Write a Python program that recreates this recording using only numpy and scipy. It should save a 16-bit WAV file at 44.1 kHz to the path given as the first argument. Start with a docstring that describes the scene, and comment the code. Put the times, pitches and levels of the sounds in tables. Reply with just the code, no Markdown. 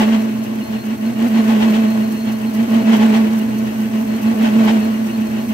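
"""A throbbing gear drone and a harsh rattle of teeth open on a belt-driven metal lathe, heard from just
above the tool post. The headstock gears swell under load about every second and a half, their teeth
knocking and clashing in the casting, while the motor hums underneath. The tool takes a light cut on a
spinning disc: the chip hisses and catches once a turn, alternately harder and softer, and the edge squeals.
The belt's joint sets the guard ringing, loose panels boom, and late on a deep rumble passes."""
import sys
import numpy as np
from scipy import signal
from scipy.fft import rfft, irfft
from scipy.io import wavfile
from scipy.ndimage import uniform_filter1d

SR = 44100
rng = np.random.default_rng(int(sys.argv[2]) if len(sys.argv) > 2 else 0)


def digitize_waveform(pressure):
    """Quantize a signal to 16-bit integers and store it at the path in sys.argv[1].

    Rows of a 2-D input are taken as channels; values are limited to [-1, 1].
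    """
    field = np.atleast_2d(pressure).T
    bounded = np.clip(field, -1, 1)
    quanta = np.round(bounded * 32767).astype(np.int16)
    wavfile.write(sys.argv[1], SR, quanta)


N = 243873
TIME = np.arange(N) / SR
FREQS = np.maximum(np.fft.rfftfreq(N, 1 / SR), 1)
LEFT_RIGHT = np.array([[1], [-1]])
BELT_HZ, BELT_TIGHT_S = 7.15, 3.335  # rounds a second; a moment of greatest pull
TUG_LAG_S = 0.105  # the pull reaches gears and tool this much later
RATTLE_LIGHT_DB = -1.4  # rattle and guard sit lower while the tool skims

# The gears come under load. Each row: full from and until in seconds, lift in dB, release in seconds.
LOAD_SWELLS = [(0, 0.117, 9, 0.21), (1.505, 1.698, 7, 0.45), (2.954, 3.143, 8.2, 0.34),
               (4.604, 4.685, 7.5, 0.35)]
# The drone stumbles and comes back a cycle ahead.
# Each row: time in seconds, half length in seconds, gain at mid-stumble in dB.
DRONE_STUMBLES = [(0.634, 0.0051, -7), (0.968, 0.013, -15), (1.126, 0.015, -1), (1.271, 0.0071, 3.5),
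                  (2.682, 0.0045, 5), (2.834, 0.0056, -9), (4.347, 0.0057, -17), (5.469, 0.012, -27)]
# The drone ducks briefly. Each row: time in seconds, gain in dB.
DRONE_DIPS = [(.46, -7), (.67, -13), (.815, -18), (2.41, -3), (2.68, -2), (3.73, -3.5), (4.19, -4.5),
              (5.11, -7), (5.29, -7.5)]
# Overtones of the tooth rate.
# Each row: multiple, level against the drone at full swell in dB, side minus mid in dB.
GEAR_OVERTONES = [(2, -22, -7), (3, -25, -3), (4, -49, 17), (5, -38.5, 3)]
# Resonances of casting, chuck and guard. Each row: pitch in Hz, width in Hz, lift in dB.
BODY_MODES = [(340, 30, 4), (445, 40, 5), (610, 30, 4), (660, 40, 5), (853, 36, 8), (1036, 35, 3),
              (1105, 40, 5), (1525, 70, 4), (1940, 120, 4), (2217, 70, 3), (2363, 60, 2), (2611, 65, 6),
              (2867, 55, 6), (3060, 60, 3), (3170, 70, 4), (3794, 45, 3)]
# Resonances of the tool and its holder. 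Each row: pitch in Hz, width in Hz, lift in dB.
TOOL_MODES = [(5835, 130, 13), (6480, 390, 11.5), (8176, 370, 17), (12100, 500, 5), (14000, 160, 8)]
# Resonances of the sheet-metal guard. Each row: pitch in Hz, width in Hz, relative level in dB.
GUARD_MODES = [(1884, 190, -4), (2608, 57, 2), (2848, 97, 2.5)]
# Tone colours of knocking teeth, bearings, chip and clashes. Each row: frequency in Hz, gain in dB.
RATTLE_EQ = [(180, -15), (300, 8.5), (400, 4), (540, 2), (780, -1.5), (1080, -2), (1220, -7), (1700, -5),
             (3100, -10), (3600, -13), (5500, -20), (7500, -21.5), (9200, -32.5), (15000, -33)]
BEARING_EQ = [(20, -16), (45, -11), (70, -2), (100, 2.5), (170, -7), (245, 8.5), (290, 5.5), (380, 1),
              (520, -10.5), (1000, -18), (1400, -16.5), (2800, -18.5), (4000, -31), (9000, -29)]
CHIP_EQ = [(1500, -22), (3000, -11), (4500, 5.5), (6000, 0), (7500, -4.5), (8400, -5), (9200, -20),
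           (10000, -1.5), (11200, 5.5), (12500, 4.5), (14000, 3), (15600, 4.5)]
CLASH_EQ = [(250, -2), (560, 0), (850, 8), (1250, -5), (2000, -0.5), (2700, -3.5), (3200, -1), (3800, -10),
            (6000, -14.5), (9200, -24), (15000, -33)]
# The machine's stereo width. Each row: frequency in Hz, side minus mid in dB.
STEREO_WIDTH = [(30, -4), (90, -8), (200, -17), (330, -7.5), (480, -5), (640, 8.5), (850, -3), (1300, 3.5),
                (2200, -0.5), (8000, 0.5), (12000, 0.5)]
# Where its sound leans. Each row: frequency in Hz, left minus right in dB.
STEREO_LEAN = [(30, -5), (70, -3.5), (150, -9), (330, 5), (650, 4), (1300, -3), (2600, 3.5), (5500, 1),
               (8500, -1.5), (13000, -0.5)]
# Hums of motor and shafts, and at 244.6 Hz a rough, wavering hum of the casting just above the drone.
# Each row: pitch in Hz, level in dB, side minus mid in dB, unsteadiness from 0 to 1.
HUM_TONES = [(99.6, -49, -21, 0.8), (122.4, -39, -5.5, 0.31), (125, -55, -10, 0.4),
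             (145.8, -47.5, -20, 0.5), (244.6, -33, -18, 0.7), (267, -35.5, -24, 0.58), (336, -44.5, -5, 1)]
# The tool catches once a turn, alternately harder and softer.
# Each row: seconds into the two-turn pattern, lift of the hiss in dB, half length in seconds.
TOOL_CATCHES = [(.022, 6, .011), (.223, 4.6, .007)]
# The tool edge sings out. Each row: start in seconds, length in seconds, level in dB.
EDGE_SQUEALS = [(0.004, 0.09, -50), (0.142, 0.066, -49), (0.637, 0.057, -48), (0.724, 0.093, -47.5),
                (1.191, 0.044, -48), (1.335, 0.081, -45), (1.492, 0.063, -48), (1.597, 0.11, -48),
                (1.74, 0.104, -51), (1.87, 0.095, -47), (2.024, 0.052, -47), (2.095, 0.07, -49),
                (2.179, 0.068, -44.5), (2.25, 0.06, -47), (2.324, 0.047, -46), (2.464, 0.036, -45),
                (2.71, 0.06, -54), (2.778, 0.067, -49), (2.864, 0.078, -52), (2.975, 0.22, -51),
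                (4.122, 0.05, -48), (4.442, 0.038, -51), (4.598, 0.184, -52), (5.112, 0.054, -47)]
# Short, harsh bursts from the teeth. Each row: time in seconds, peak in dB before the trim.
TOOTH_CLASHES = [(0.024, -14), (0.145, -21), (0.744, -28.5), (0.93, -30), (1.217, -27), (1.375, -21.5),
                 (1.506, -21), (1.63, -16), (1.759, -19), (2.285, -25), (2.756, -23.5), (2.94, -15.5),
                 (3.021, -18), (3.155, -16), (3.664, -30.5), (4.196, -28.5), (4.461, -18.5), (4.693, -14.5),
                 (5.4, -31)]
# A deep rumble passes. In order: full from and until in seconds, fade in seconds, level in dB.
PASSING_GROWL = (3.85, 4.3, 2, -53)


def undb(db):
    """Decibels to gain."""
    return 10 ** (np.asarray(db) / 20)


def unit(x):
    """Scale to rms 1."""
    return x / np.sqrt(np.mean(np.abs(x) ** 2))


def eq_curve(points):
    """A table of Hz and dB as a gain at every frequency."""
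    hz, db = np.transpose(points)
    return undb(np.interp(np.log(FREQS), np.log(hz), db))


def walk(rate):
    """A smooth random drift of rms 1 that changes about rate times a second."""
    return unit(irfft(rfft(rng.standard_normal(N)) / (1 + (FREQS / rate) ** 4), N))


def bumps(table, half_s):
    """Rounded rises or falls, one for each row of time and height."""
    return sum(height * np.exp(-((TIME - s) / half_s) ** 2) for s, height in table)


def gate(start, end, attack_s, release_s):
    """An envelope from 0 to 1: rises until start, holds, and falls after end."""
    return np.clip(np.minimum(1 + (TIME - start) / attack_s, 1 - (TIME - end) / release_s), 0, 1)


def place(tone, side_db):
    """Spread a complex tone across left and right as a standing wave."""
    return np.sqrt(2) * (tone.real + LEFT_RIGHT * undb(side_db) * tone.imag)


def grains(per_s, spread_db):
    """Tiny impacts of differing size; mid and side share part of each."""
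    struck = rng.random(N) < per_s / SR
    push = rng.standard_normal(N) + rng.standard_normal((2, N))
    return unit(struck * push * undb(spread_db * rng.standard_normal(N)))


def scatter(force, t60, wet_db, spacing_hz, ripple_db):
    """Reflections off the bed and guard smear each impact; countless small modes ripple the treble."""
    tail = rng.standard_normal((2, N)) * undb(-60 * TIME / t60) * np.sqrt(np.log(1e6) / (t60 * SR))
    response = np.array([[1], [0]]) + undb(wet_db) * rfft(tail)  # only the mid has a direct path
    ripple = unit(uniform_filter1d(rng.standard_normal(response.shape), int(spacing_hz * N / SR) + 1))
    gain = undb(ripple_db * ripple * FREQS / (FREQS + 700))  # smoother in the bass, where modes are few
    return irfft(rfft(force) * gain * response / np.abs(response), N)


def radiate(force, eq, modes, band_hz):
    """Mid and side forces ring a resonant part in stereo, scaled by the mid's rms within band_hz."""
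    lift_db = sum(db / (1 + (2 * (FREQS - hz) / width) ** 2) for hz, width, db in modes)
    mid, side = rfft(force) * eq_curve(eq) * undb(lift_db)
    band_rms = np.std(irfft(mid * (FREQS > band_hz[0]) * (FREQS < band_hz[1]), N))
    stereo = mid + LEFT_RIGHT * side * eq_curve(STEREO_WIDTH)
    return irfft(stereo * eq_curve(STEREO_LEAN) ** (LEFT_RIGHT / 2), N) / band_rms


def load_db(rise_s=0.48):
    """How far the load on the gears lifts their sound."""
    return sum(db * gate(start, end, rise_s, release) for start, end, db, release in LOAD_SWELLS)


def light_cut(deeper_at_s=1.16, over_s=0.063):
    """1 while the tool only skims, 0 once it has settled into a deeper cut."""
    return 1 - np.clip((TIME - deeper_at_s) / over_s, 0, 1)


def belt_pull(lag_s=0):
    """The belt tugs once a round, from -1 to 1."""
    return np.cos(2 * np.pi * BELT_HZ * (TIME - BELT_TIGHT_S - lag_s))


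def gear_throb(beat_hz=6.52, peak_s=2.904, max_depth=0.56, deepest_s=2.652, period_s=1.54):
    """A slightly higher gear tone beats with the first: a complex gain, deepest as each swell builds."""
    depth = max_depth * np.exp(np.cos(2 * np.pi * (TIME - deepest_s) / period_s) - 1)
    return 1 + depth * np.exp(2j * np.pi * beat_hz * (TIME - peak_s))


def gear_motion(mesh_hz=219.7, wow_hz=3.9, jitter_hz=1.348, flutter=0.11):
    """The gears' vibration as a complex tone: the belt bends its pitch, and it throbs and stumbles."""
    hz = mesh_hz + wow_hz * belt_pull() + jitter_hz * walk(22.5)
    motion = np.exp(2j * np.pi * np.cumsum(hz) / SR) * gear_throb()
    for s, half_s, db in DRONE_STUMBLES:
        progress = (TIME - s) / half_s
        motion = motion * (progress - 1j * undb(db)) / (progress + 1j)
    # no two teeth are alike, so the tone flutters
    return motion * (1 + flutter * (walk(45.6) + 1j * walk(25)))


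def gear_drone(motion, rest_db=-19, full_db=-10, light_db=-1.7, right_db=2.1):
    """Meshing teeth drone a little to the right; their flickering overtones brighten under load."""
    load = load_db()
    waver_db = undb(-load) * walk(9.3)  # slack gears waver; load steadies them
    level_db = rest_db + light_db * light_cut() + load + bumps(DRONE_DIPS, half_s=0.022) + waver_db
    brightness_db = 0.39 * (level_db - full_db)
    tone = place(motion, side_db=-18)
    for multiple, db, side_db in GEAR_OVERTONES:
        flicker = 1 + 0.35 * (walk(14) + 1j * walk(14))
        overtone = np.exp(1j * multiple * np.angle(motion)) * flicker
        tone = tone + undb(db + brightness_db) * place(overtone, side_db)
    return tone * undb(level_db - LEFT_RIGHT * right_db / 2)


def gear_rattle(motion, rest_db=-38, load_share=0.97):
    """Teeth knock through their backlash and ring the casting, harder as shake and load grow."""
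    level_db = rest_db + RATTLE_LIGHT_DB * light_cut() + load_share * load_db()
    uneven = undb(0.27 * walk(85) + 0.47 * walk(37) - 0.2 * belt_pull(TUG_LAG_S))
    tooth_pulse = np.exp(0.053 * np.cos(np.angle(motion)))  # a slight accent once a cycle
    contact = np.abs(motion) ** 0.59 * tooth_pulse * uneven
    knocks = contact * grains(per_s=6000, spread_db=1.5)
    smeared = scatter(knocks, t60=0.046, wet_db=0.5, spacing_hz=13, ripple_db=2)
    return radiate(smeared, RATTLE_EQ, BODY_MODES, band_hz=(600, 3600)) * undb(level_db)


def machine_hum(rumble_db=-37, throb_db=1.2, light_db=-1.5):
    """Motor, shafts and casting hum unsteadily over bearing rumble, softer while the tool skims."""
    rolling = rng.standard_normal((2, N)) * undb(throb_db * walk(24))
    hum = undb(rumble_db) * radiate(rolling, BEARING_EQ, BODY_MODES, band_hz=(20, 1000))
    for hz, db, side_db, unsteady in HUM_TONES:
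        wobble = 1 - unsteady + unsteady * (walk(12.3) + 1j * walk(10.8))
        tone = unit(np.exp(2j * np.pi * hz * TIME) * wobble)
        lean_db = np.interp(hz, *np.transpose(STEREO_LEAN))
        hum = hum + undb(db + LEFT_RIGHT * lean_db / 2) * place(tone, side_db)
    return hum * undb(light_db * light_cut())


def chip_hiss(rest_db=-51, light_db=-1.5, load_share=0.21, flicker_db=0.9, two_turns_s=0.4208):
    """The chip tears off in tiny fractures; once a turn the tool catches and the hiss flares."""
    level_db = rest_db + light_db * light_cut() + load_share * load_db() + flicker_db * walk(70)
    for s, db, half_s in TOOL_CATCHES:
        apart_s = (TIME - s + two_turns_s / 2) % two_turns_s - two_turns_s / 2
        bite_db = db * np.exp(-(apart_s / half_s) ** 2)
        shoulder_db = 1.5 * np.exp(-(apart_s / 0.11) ** 2)  # the cut deepens gently around the catch
        level_db = level_db + bite_db + shoulder_db
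    fractures = grains(per_s=6000, spread_db=-1.5)
    smeared = scatter(fractures, t60=0.048, wet_db=-1, spacing_hz=60, ripple_db=2)
    return radiate(smeared, CHIP_EQ, TOOL_MODES, band_hz=(10500, 15500)) * undb(level_db)


def tool_squeal(hz=4236, waver_hz=14, faint_db=-58, stutter_db=4, tug_db=2, flicker_db=2, fade_s=0.022):
    """The rubbing edge sings thinly: a faint stutter that pulses with the belt, and louder squeals."""
    envelope = undb(faint_db + stutter_db * walk(19) + tug_db * belt_pull(TUG_LAG_S))
    for start, length, db in EDGE_SQUEALS:
        held = gate(start + fade_s / 2, start + length - fade_s / 2, fade_s, fade_s)
        envelope = np.maximum(envelope, undb(db) * held ** 2)
    tone = np.exp(2j * np.pi * np.cumsum(hz + waver_hz * walk(60)) / SR)
    return place(tone, side_db=-8) * envelope * undb(flicker_db * walk(24))


def gear_clashes(trim_db=-9):
    """Harder blows between the teeth ring the casting more brightly."""
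    blows = grains(per_s=7000, spread_db=0.6)
    smeared = scatter(blows, t60=0.045, wet_db=0, spacing_hz=30, ripple_db=1)
    casting = radiate(smeared, CLASH_EQ, BODY_MODES, band_hz=(600, 3600))
    return casting * bumps([(s, undb(db + trim_db)) for s, db in TOOTH_CLASHES], half_s=0.028)


def guard_ring(ring_db=-40, load_share=0.26, vary_db=1, joint_lag_s=0.079):
    """Once a round, after the greatest pull, the belt's joint scuffs past and the guard rings briefly."""
    first_s = (BELT_TIGHT_S + joint_lag_s) % (1 / BELT_HZ)
    scuffs = bumps([(s, 1) for s in np.arange(first_s, N / SR, 1 / BELT_HZ)], half_s=0.029)
    modes = sum(undb(db) / (1 + 2j * (FREQS - hz) / width) ** 2 for hz, width, db in GUARD_MODES)
    ring = unit(irfft(rfft(rng.standard_normal((2, N))) * modes, N))
    level_db = ring_db + RATTLE_LIGHT_DB * light_cut() + load_share * load_db() + vary_db * walk(7.4)
    return ring * scuffs * undb(level_db)


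def panel_boom(hz=345, wander_hz=16, level_db=-46, spread_db=4):
    """Loose panels boom at odd moments, wandering in pitch."""
    tone = np.exp(2j * np.pi * np.cumsum(hz + wander_hz * walk(14.1)) / SR)
    return place(tone, side_db=-12) * undb(level_db + spread_db * walk(14))


def deep_growl(hz=80):
    """A low, rough rumble fades slowly in and starts to ebb."""
    start, end, fade_s, db = PASSING_GROWL
    rumble = unit(np.exp(2j * np.pi * hz * TIME) * (walk(18) + 1j * walk(18)))
    return place(rumble, side_db=-6) * gate(start, end, fade_s, fade_s) * undb(db)


def scene():
    """The mix: gears up front, then guard and cut, with the machine's low end underneath."""
    motion = gear_motion()
    gears = gear_drone(motion) + gear_rattle(motion) + gear_clashes()
    return gears + guard_ring() + chip_hiss() + tool_squeal() + deep_growl() + panel_boom() + machine_hum()


def record(dry, top_hz=15600):
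    """A steep low-pass takes the air off the top."""
    return signal.sosfilt(signal.ellip(10, 0.1, 80, top_hz, fs=SR, output="sos"), dry)


dry = scene()
out = record(dry)
digitize_waveform(out)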